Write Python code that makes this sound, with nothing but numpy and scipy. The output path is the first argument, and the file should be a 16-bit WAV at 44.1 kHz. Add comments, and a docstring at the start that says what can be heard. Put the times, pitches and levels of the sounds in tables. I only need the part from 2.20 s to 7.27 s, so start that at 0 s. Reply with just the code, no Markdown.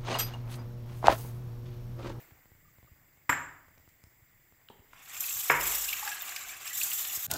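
"""A glass is knocked twice on a wooden worktop; later water runs, hissing, splashing and gurgling.
The knocks are noise cracks plus fading tones. The water is shaped noise, with short tones for bubbles.
Around them is a quiet home kitchen: soft air noise, small dry taps, and the ticks and thumps
of a worn camera's mount. Hard walls answer the taps, the knocks and the water with fading noise."""
import sys
import numpy as np
from scipy import signal
from scipy.fft import rfft, irfft, next_fast_len
from scipy.io import wavfile
from scipy.ndimage import uniform_filter1d, map_coordinates

SR = 44100
rng = np.random.default_rng(int(sys.argv[2]) if len(sys.argv) > 2 else 0)


def to_wav(sig):
    """Store sig (one row per channel, or 1-D mono) as 16-bit WAV at the path in sys.argv[1].

    Samples outside -1..1 are clipped; the rate is SR.
    """
    pcm = np.clip(np.atleast_2d(sig), -1, 1) * 32767
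    pcm = np.round(pcm).astype(np.int16)
    wavfile.write(sys.argv[1], SR, pcm.T)  # frames by channels


N = 223454  # length in samples, about 5 s


def amp(db):
    """Turn decibels into a plain multiplier."""
    return 10 ** (np.asarray(db) / 20)


def unit(x):
    """Bring a sound to an average (rms) level of 1."""
    return x / np.sqrt(np.mean(x ** 2) + 1e-20)


def noise(size):
    """White noise: all pitches equally strong."""
    return rng.standard_normal(size)


def along(points, hz):
    """Read a value at each pitch from (pitch_hz, value) points, on a log pitch axis."""
    f, v = np.transpose(points)
    return np.interp(np.log(hz + 1), np.log(f + 1), v)


def curves(rows, before_db=None):
    """Draw one value per sample for each column after the time."""
    s, *columns = np.transpose(rows)
    t = np.arange(N) / SR
    return [np.interp(t, s, column, left=before_db) for column in columns]


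def wobble(rate):
    """A smooth random curve through `rate` random points a second."""
    points = noise(int(N * rate / SR) + 4)
    return map_coordinates(points, [np.arange(N) * rate / SR])


def coloured(x, spectrum):
    """Make some pitches of x louder than others, following (pitch_hz, level_db) points; rms 1."""
    m = next_fast_len(len(x) + 8192)
    gain = amp(along(spectrum, np.fft.rfftfreq(m, 1 / SR)))
    return unit(irfft(rfft(x, m) * gain, m)[:len(x)])


def band(x, hz, width_hz):
    """Keep one rounded band of x, at rms 1."""
    half, edge = width_hz / 2, 3 * width_hz
    shape = [(hz - edge, -60), (hz - half, -4), (hz, 0), (hz + half, -4), (hz + edge, -60)]
    return coloured(x, shape)


def patchy(depth_db):
    """White noise that is randomly louder and softer in patches of time and pitch."""
    z = signal.stft(noise(N + 512), nperseg=256)[2]
    field = uniform_filter1d(noise(z.shape), size=5, axis=0)
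    field = uniform_filter1d(field, size=6, axis=1)
    return signal.istft(z * amp(depth_db * unit(field)), nperseg=256)[1][:N]


def add(track, s, sound):
    """Mix a sound into the track at s seconds."""
    part = track[round(s * SR):][:len(sound)]
    part += sound[:len(part)]


def ring(modes, t, attack, rough=0):
    """A struck object's fading tones, with slightly new strengths each time; rough makes them unsteady."""
    drift = rough * np.cumsum(noise((len(modes), len(t))), axis=1)
    chance_db = rng.normal(0, 1, len(modes))
    total = 0
    for (hz, db, t60), extra_db, wander in zip(modes, chance_db, drift):
        total = total + amp(db + extra_db - 60 * t / t60) * np.sin(2 * np.pi * hz * t + wander)
    return (1 - np.exp(-t / attack)) * total


def bubbles(s, db, hz, cycles, rise, size=1300):
    """Fading tones whose pitch creeps up, as a bubble's does when it nears the surface."""
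    k = np.arange(size)
    turns = hz[:, None] * k / SR
    age = turns / np.maximum(cycles, 1)[:, None]  # 1 = one life, when the tone is down to a tenth
    wave = np.sin(2 * np.pi * turns * (1 + rise * np.minimum(age, 2)))
    wave = wave * np.exp(-2.3 * age) * (1 - np.exp(-age / 0.15))
    at = (s * SR).astype(int)[:, None] + k
    return np.bincount(at.ravel(), (amp(db)[:, None] * wave).ravel(), N + len(k))[:N]


# How long the room rings at each pitch: pitch_hz, time to fall 60 dB (t60_s)
WALL_DECAY = [(100, 0.71), (420, 0.7), (1100, 0.64), (2900, 0.52), (7700, 0.5), (15000, 0.25)]
ROOM_DELAY_S, ROOM_FILLS_S = 0.004, 0.0059  # the answer comes late, then builds up


def walls(x):
    """The room's echo of x: a wash of noise in which each pitch dies at its own speed."""
    hz, t, z = signal.stft(noise(SR), SR, nperseg=256)
    fade = amp(-60 * t / along(WALL_DECAY, hz)[:, None])
    tail = signal.istft(z * fade, SR, nperseg=256)[1]
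    tail = tail * (1 - np.exp(-np.arange(len(tail)) / SR / ROOM_FILLS_S))
    delayed = np.pad(x, (round(ROOM_DELAY_S * SR), 0))
    return signal.fftconvolve(delayed, tail / np.linalg.norm(tail))


# Loudness of the kitchen hush, settling at first: time_s, level_db
AIR_LEVEL = [(0, -53.5), (.12, -62), (.3, -64.5), (1, -65.5), (2.7, -66)]
# Colour of the hush: pitch_hz, relative_level_db (per Hz)
AIR_COLOUR = [(120, -50), (200, -11.5), (322, 3.5), (380, -5), (647, -4), (709, -5), (1120, -5.5),
              (2050, -4), (3760, -16), (4680, -16.5), (5420, -16), (7540, -10), (9750, -21.5),
              (14900, -0.5), (16000, -6.5)]
# Colour of the low rumble: pitch_hz, relative_level_db (per Hz)
RUMBLE_COLOUR = [(12, -34), (20, 5.5), (33, -14.5), (130, -10), (189, -21.5), (300, -27.5), (390, -54),
                 (660, -120)]
# Narrow steady whines: pitch_hz, width_hz, level_db
WHINE_BANDS = [(2025, 420, -74), (3500, 80, -92), (4880, 120, -86), (7490, 500, -78), (15400, 400, -74.5),
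               (12830, 300, -80)]


def hush():
    """Distant air noise with a few narrow whines, over a low uneven rumble."""
    air = amp(curves(AIR_LEVEL)[0]) * coloured(patchy(depth_db=2.0), AIR_COLOUR)
    whines = sum(amp(db) * band(noise(N), hz, width) for hz, width, db in WHINE_BANDS)
    rumble = amp(-66.5 + 2.6 * wobble(12.0)) * coloured(noise(N), RUMBLE_COLOUR)
    return air + whines + rumble


# Short noise bursts; all rows but the last are small dry taps and ticks, and the last is one thin,
# very high spit of the spray: start_s, start_level_db, centre_hz, spread_octaves, t60_s
SHORT_BURSTS = [(.108, -58, 890, 1.6, 0.049), (1.58, -56, 3800, 0.91, 0.007),
                (1.689, -61.5, 6000, 0.97, 0.032), (1.839, -50.5, 4560, 1.5, 0.0064),
                (2.415, -59, 1490, 0.78, 0.03), (2.487, -46.5, 2610, 0.6, 0.011),
                (2.5, -45.5, 604, 1.02, 0.06), (2.732, -43, 1060, 0.97, 0.023),
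                (4.021, -29.5, 15000, 0.082, .03)]
BURST_ROOM_DB = -5.5


def short_bursts(rows):
    """Each row is a burst of noise, spread around its centre pitch, with the room's answer."""
    out, t = np.zeros(N), np.arange(SR // 8) / SR
    # (steps of the spread away from the centre, relative level in dB)
    shape = [(-7.0, -48), (-2.5, 0), (0.5, 4.5), (2, -20.5), (0.5, -28), (15.5, -46)]
    for s, db, hz, spread, t60 in rows:
        colour = [(hz * 2 ** (spread * step), level_db) for step, level_db in shape]
        burst = amp(db - 60 * t / t60) * coloured(noise(len(t)), colour)
        add(out, s, burst)
        add(out, s, amp(BURST_ROOM_DB) * walls(burst))
    return out


def taps():
    """Small dry taps and ticks: short bursts of noise."""
    return short_bursts(SHORT_BURSTS[:-1])


# The camera mount shifts: start_s, thump_start_level_db, tick_level_db (before the tick's shaping)
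MOUNT_SHIFTS = [(0.12, -44.5, -54), (0.144, -55, -52), (0.257, -53, -39), (0.318, -46, -41),
                (0.351, -55, -48), (0.585, -48, -40), (0.629, -46, -39), (0.646, -48.5, -43),
                (0.717, -42, -60), (0.974, -55, -45), (1.484, -50.5, -37.5), (1.577, -53.5, -38.5),
                (1.6, -50.5, -44), (1.677, -50, -40), (1.839, -45.5, -38), (1.869, -48.5, -49),
                (2.024, -52, -60), (2.324, -55, -41), (2.594, -47, -43), (3.16, -48, -51),
                (4.975, -44.5, -28.5)]
# Faint short tones: start_s, peak_level_db
FAINT_PIPS = [(0.449, -61.5), (0.477, -62), (0.6709, -60)]
HOUSING_HZ, HOUSING_SCATTER, HOUSING_T60_S = 88, .1, 0.055  # scatter: share of the pitch
TICK_S, PIP_HZ = 0.00012, 1205


def mount():
    """Each shift is a dull tick and a few fading low cycles of the housing; faint pips are added."""
    out, t = np.zeros(N), np.arange(SR // 20) / SR
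    pitches = HOUSING_HZ * (1 + HOUSING_SCATTER * noise(len(MOUNT_SHIFTS)))
    for (s, db, tick_db), hz in zip(MOUNT_SHIFTS, pitches):
        thump = amp(db - 60 * t / HOUSING_T60_S) * np.sin(2 * np.pi * hz * t)
        tick = amp(tick_db) * t / TICK_S * np.exp(-t / TICK_S)
        add(out, s, tick - thump)
    for s, db in FAINT_PIPS:
        swell = np.exp(-((t - .008) / 0.0051) ** 2)  # loudest 8 ms after the start
        add(out, s, amp(db) * np.sin(2 * np.pi * PIP_HZ * t) * swell)
    return out


# Glass on wood, one list of blows for each spot: start_s, blow_level_db, then levels relative to the
# blow: worktop_db, glass_wall_db, glass_base_db, cupboard_db, floor_boom_db, room_db
KNOCK_BLOWS = [
    [(1.0930, -4.5, -28, -23, -47, -38, -47.5, -24.5), (1.1220, -13, -34, -26, -48, -38, -42, -30)],
    [(3.2980, -5, -19, -36, -36, -29.5, -29, -19.5)],
]
# Colour of a blow at each of the two spots: pitch_hz, relative_level_db (per Hz)
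BLOW_COLOURS = [
    [(29, -42.5), (50, -13), (138, -6), (184, -27), (277, -7.5), (461, -24), (520, -16), (1780, 1.5),
     (4560, -32.5), (6550, -29), (7570, -24.5), (8970, -55.5), (12000, -27), (16000, -36.5)],
    [(29, -47), (50, -22), (112, -17), (152, -19), (194, -21), (420, -3.5), (781, -7), (979, 0.5),
     (1270, -2), (2200, 2), (4500, -31.5), (5850, -63), (9900, -120)],
]
# Tones of the wooden worktop: pitch_hz, relative_level_db, t60_s
WOOD_TONES = [(420, -12, .2), (535, -9, .14), (830, -16, .4), (958, -3, .28), (1050, -12, .25),
              (1162, -8, .35), (1305, -14, .35), (1370, -7, .15), (1418, -9, .25), (1515, -4, .15),
              (1585, -9, .2), (1628, -9, .3), (1725, -8, .3), (1792, -9, .25), (1828, -5, .25),
              (1908, -7, .22), (2125, -6, .12), (2180, -9, .3), (2203, -7, .33), (2240, -10, .2),
              (2450, -16, .25), (2735, -18, .3), (2900, -19, .25), (3300, -23, .2)]
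# Tones of the glass wall: pitch_hz, relative_level_db, t60_s
GLASS_TONES = [(7000, -13, 0.3), (7200, -10, .15), (7450, 4, 0.096), (7760, -7.5, 0.12), (10210, -27.5, .1),
               (10630, -35, .1), (11900, -6, 0.077), (11900, -8, 0.11), (13040, -18.5, .15),
               (15200, -19, .12)]
# Tones of the thick base of the glass: pitch_hz, relative_level_db, t60_s
BASE_TONES = [(5157, 7, 0.1), (6950, -5, 0.43)]
# Tones of the cupboard under the worktop: pitch_hz, relative_level_db, t60_s
CUPBOARD_TONES = [(148.8, -6, 0.71), (293, -15.5, 0.86), (99.7, -16, 0.4)]
# Tones of the floor, which answers late: pitch_hz, relative_level_db, t60_s (before its slow swell)
FLOOR_TONES = [(45.3, -2, 0.78), (64, -1.5, 0.48)]


def knocks():
    """Each blow cracks, rings worktop, glass, cupboard and floor, and fills the room."""
    out, t = np.zeros(N), np.arange(SR * 3 // 4) / SR
    for colour, blows in zip(BLOW_COLOURS, KNOCK_BLOWS):
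        click = coloured(signal.unit_impulse(800, "mid"), colour)
        for s, db, wood_db, glass_db, base_db, cupboard_db, floor_db, room_db in blows:
            crack = 0.54 * coloured(noise(len(t)), colour)
            crack = crack * amp(-60 * t / 0.04) * (1 - np.exp(-t / 0.0019))
            wood = amp(wood_db) * ring(WOOD_TONES, t, attack=.0012, rough=.003)
            glass = amp(glass_db) * ring(GLASS_TONES, t, attack=.007, rough=.035)
            glass = glass + amp(base_db) * ring(BASE_TONES, t, attack=0.0013, rough=.008)
            cupboard = amp(cupboard_db) * ring(CUPBOARD_TONES, t, attack=0.0085, rough=0.0051)
            floor = amp(floor_db) * t / 0.14 * ring(FLOOR_TONES, t, attack=0.037)
            add(out, s, amp(db) * (crack + wood + glass + cupboard + floor))
            # the click sits mid-buffer, so its echo is cut to start with the blow
            add(out, s, amp(db + room_db) * walls(click)[len(click) // 2:])
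            add(out, s, amp(db - 8) * walls(wood + glass))
    return out


# The water starts, dips briefly, slackens and runs full again: time_s, spray_level_db, stream_level_db
WATER_LEVELS = [(2.66, -84, -83.5), (2.75, -64.5, -63), (2.99, -42.5, -48), (3.01, -37, -51.5),
                (3.13, -36, -50), (3.3, -37, -51), (3.39, -42, -68), (3.41, -34, -39), (3.52, -34.5, -44.5),
                (3.68, -35.5, -48.5), (3.78, -41.5, -46.5), (4.0, -44.5, -48), (4.24, -46.5, -49),
                (4.28, -43, -48), (4.44, -51.5, -53), (4.455, -39, -45.5), (4.52, -43.5, -50),
                (4.55, -33, -50.5), (4.68, -38, -49.5), (5.07, -36, -50.5)]
# The clearest bursts of spray: start_s, level_db (before a quick rise and fade)
SPRAY_BURSTS = [(2.895, -43), (2.9662, -40), (3.0054, -28), (3.037, -45), (3.0696, -47), (3.1243, -32),
                (3.1929, -46), (3.305, -33), (3.64, -38), (3.732, -46), (3.7932, -36), (3.8895, -36),
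                (3.944, -34.5), (4.0206, -47), (4.091, -35), (4.161, -33), (4.5313, -36), (4.632, -26),
                (4.70, -31), (4.731, -30), (4.7704, -48), (4.80, -46)]
# Colour of the spray: pitch_hz, relative_level_db (per Hz)
SPRAY_COLOUR = [(2060, -22.5), (3500, -1), (4920, -13), (5280, -7.5), (6520, -2.5), (7360, 5), (7700, 3),
                (9220, -9.5), (13300, 5.5), (15200, 1.5), (16200, -7)]
# Colour of the stream: pitch_hz, relative_level_db (per Hz)
STREAM_COLOUR = [(120, -41), (200, -26), (281, -16), (598, -16.5), (784, -3), (879, -10.5), (1150, -1.5),
                 (1760, -6.5), (2630, -1), (4640, -20), (6000, -13), (7800, -48), (13200, -120)]
SPIT_RISE_S, SPIT_T60_S = 0.001, 0.03
# under the full spray level the finest mist fades: dB per dB, down to a least level
FULL_SPRAY_DB, MIST_FADES, MIST_LEAST_DB = -40, 0.55, -3


def water():
    """Spray hisses in spurts; the stream is noise and small random bubbles; the walls answer both."""
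    spray_db, stream_db = curves(WATER_LEVELS, before_db=-120)
    start = WATER_LEVELS[0][0]
    left_s = N / SR - start

    spurt = wobble(36)
    flow = amp(spray_db) * unit(amp(1.0 * spurt + 2.16 * wobble(90)))
    t = np.arange(SR // 10) / SR
    for s, db in SPRAY_BURSTS:
        add(flow, s, amp(db - 60 * t / SPIT_T60_S) * (1 - np.exp(-t / SPIT_RISE_S)))

    # sparse droplets make the hiss grainy
    droplets = noise(N) * (rng.random(N) < .03)
    when, pitch, life, size = rng.random((2400, 4)).T
    mist = bubbles(start + when * left_s, 8 * size, 4500 * 3.4 ** pitch, 30 + 60 * life, rise=0.0057)
    spray = patchy(depth_db=1.8) + .22 * unit(droplets) + .5 * unit(mist)
    spray = coloured(spray, SPRAY_COLOUR)
    # the finest mist, above 10 kHz, needs a strong spray
    low_pass = signal.butter(4, 10000, fs=SR, output="sos")
    coarse = signal.sosfiltfilt(low_pass, spray)
    fine_db = np.clip(MIST_FADES * (spray_db - FULL_SPRAY_DB), MIST_LEAST_DB, 1)
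    spray = coarse + amp(fine_db) * (spray - coarse)

    when, pitch, life, size = rng.random((900, 4)).T
    fizz = bubbles(start + when * left_s, 14 * size, 1500 * 3.6 ** pitch, 6 + 22 * life, rise=0.0068)
    stream = coloured(patchy(depth_db=1.5), STREAM_COLOUR) * unit(amp(2.4 * spurt))
    stream = stream + .5 * unit(fizz)

    near = flow * spray + amp(stream_db) * unit(stream)
    return near + amp(-8.0) * walls(near)[:N]


# Single gurgles and drops: start_s, level_db, pitch_hz, life_cycles (until a tenth is left)
LARGE_DROPS = [(3.039, -28.5, 2605, 21), (3.082, -28.5, 2560, 18), (3.106, -29, 2680, 16),
               (3.205, -29.5, 3000, 14), (3.454, -23.5, 2170, 9.5), (3.646, -23, 5070, 18),
               (3.686, -22.5, 2760, 31), (3.7, -30, 2860, 19), (3.728, -20, 2280, 19),
               (3.826, -29.5, 844, 17), (3.864, -30.5, 818, 23), (3.875, -23.5, 1630, 15),
               (3.915, -27.5, 1645, 47), (3.968, -36, 1650, 28), (4.009, -32.5, 3560, 28),
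               (4.088, -36, 2270, 20), (4.12, -33, 1600, 15), (4.161, -29, 2200, 19),
               (4.162, -27, 4970, 16), (4.29, -34, 2314, 38), (4.477, -26.5, 5260, 16),
               (4.504, -36, 1956, 85), (4.614, -19.5, 2610, 13), (4.716, -24.5, 2960, 10),
               (4.795, -29, 2950, 12), (4.849, -25.5, 2980, 12), (4.898, -29.5, 2830, 13)]
# Colour of the splashes: pitch_hz, relative_level_db (per Hz)
SPLASH_COLOUR = [(500, -50), (1500, -10), (2500, 6), (4000, -1.5), (6000, -1), (9000, -12), (13000, -3),
                 (16000, -11)]
SPLASH_DB, NEIGHBOUR_DB = -7, -6.5  # relative to the drop's level


def drops():
    """A large drop splashes and traps a bubble with two softer, higher neighbours."""
    s, db, hz, cycles = np.transpose(LARGE_DROPS)
    out = bubbles(s, db, hz, cycles, rise=0.007, size=4000)
    for _ in range(2):
        late, pitch = rng.random((len(s), 2)).T
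        higher_hz = hz * 1.9 ** (pitch + .1)
        out = out + bubbles(s + .012 * late, db + NEIGHBOUR_DB, higher_hz, .8 * cycles, rise=.03)
    burst, t = np.zeros(N), np.arange(SR // 20) / SR
    for at, level_db in zip(s, db + SPLASH_DB):
        add(burst, at, amp(level_db - 60 * t / 0.038) * (1 - np.exp(-t / 0.0019)))
    out = out + burst * coloured(noise(N), SPLASH_COLOUR)
    return out + amp(-12) * walls(out)[:N]


def high_spit():
    """One thin, very high spit of the spray: a narrow burst of noise."""
    return short_bursts(SHORT_BURSTS[-1:])


def scene():
    """All the sounds of the kitchen together, in one channel."""
    return (hush() + taps() + mount() + knocks() + water() + drops() + high_spit())[None]


MIC_HZ, TOP_HZ = 15550, 16000  # the treble starts to fade, and is gone


def record(dry):
    """The microphone drops the deepest bass; the camera fades out steeply at its band limit."""
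    m = next_fast_len(N + SR // 2)
    hz = np.fft.rfftfreq(m, 1 / SR)
    bass = (1j * hz / (28 + 1j * hz)) ** 2
    treble = np.clip((TOP_HZ - hz) / (TOP_HZ - MIC_HZ), 0, 1) ** 2
    return irfft(rfft(dry, m) * bass * treble, m)[..., :N]


dry = scene()
out = record(dry)
to_wav(out)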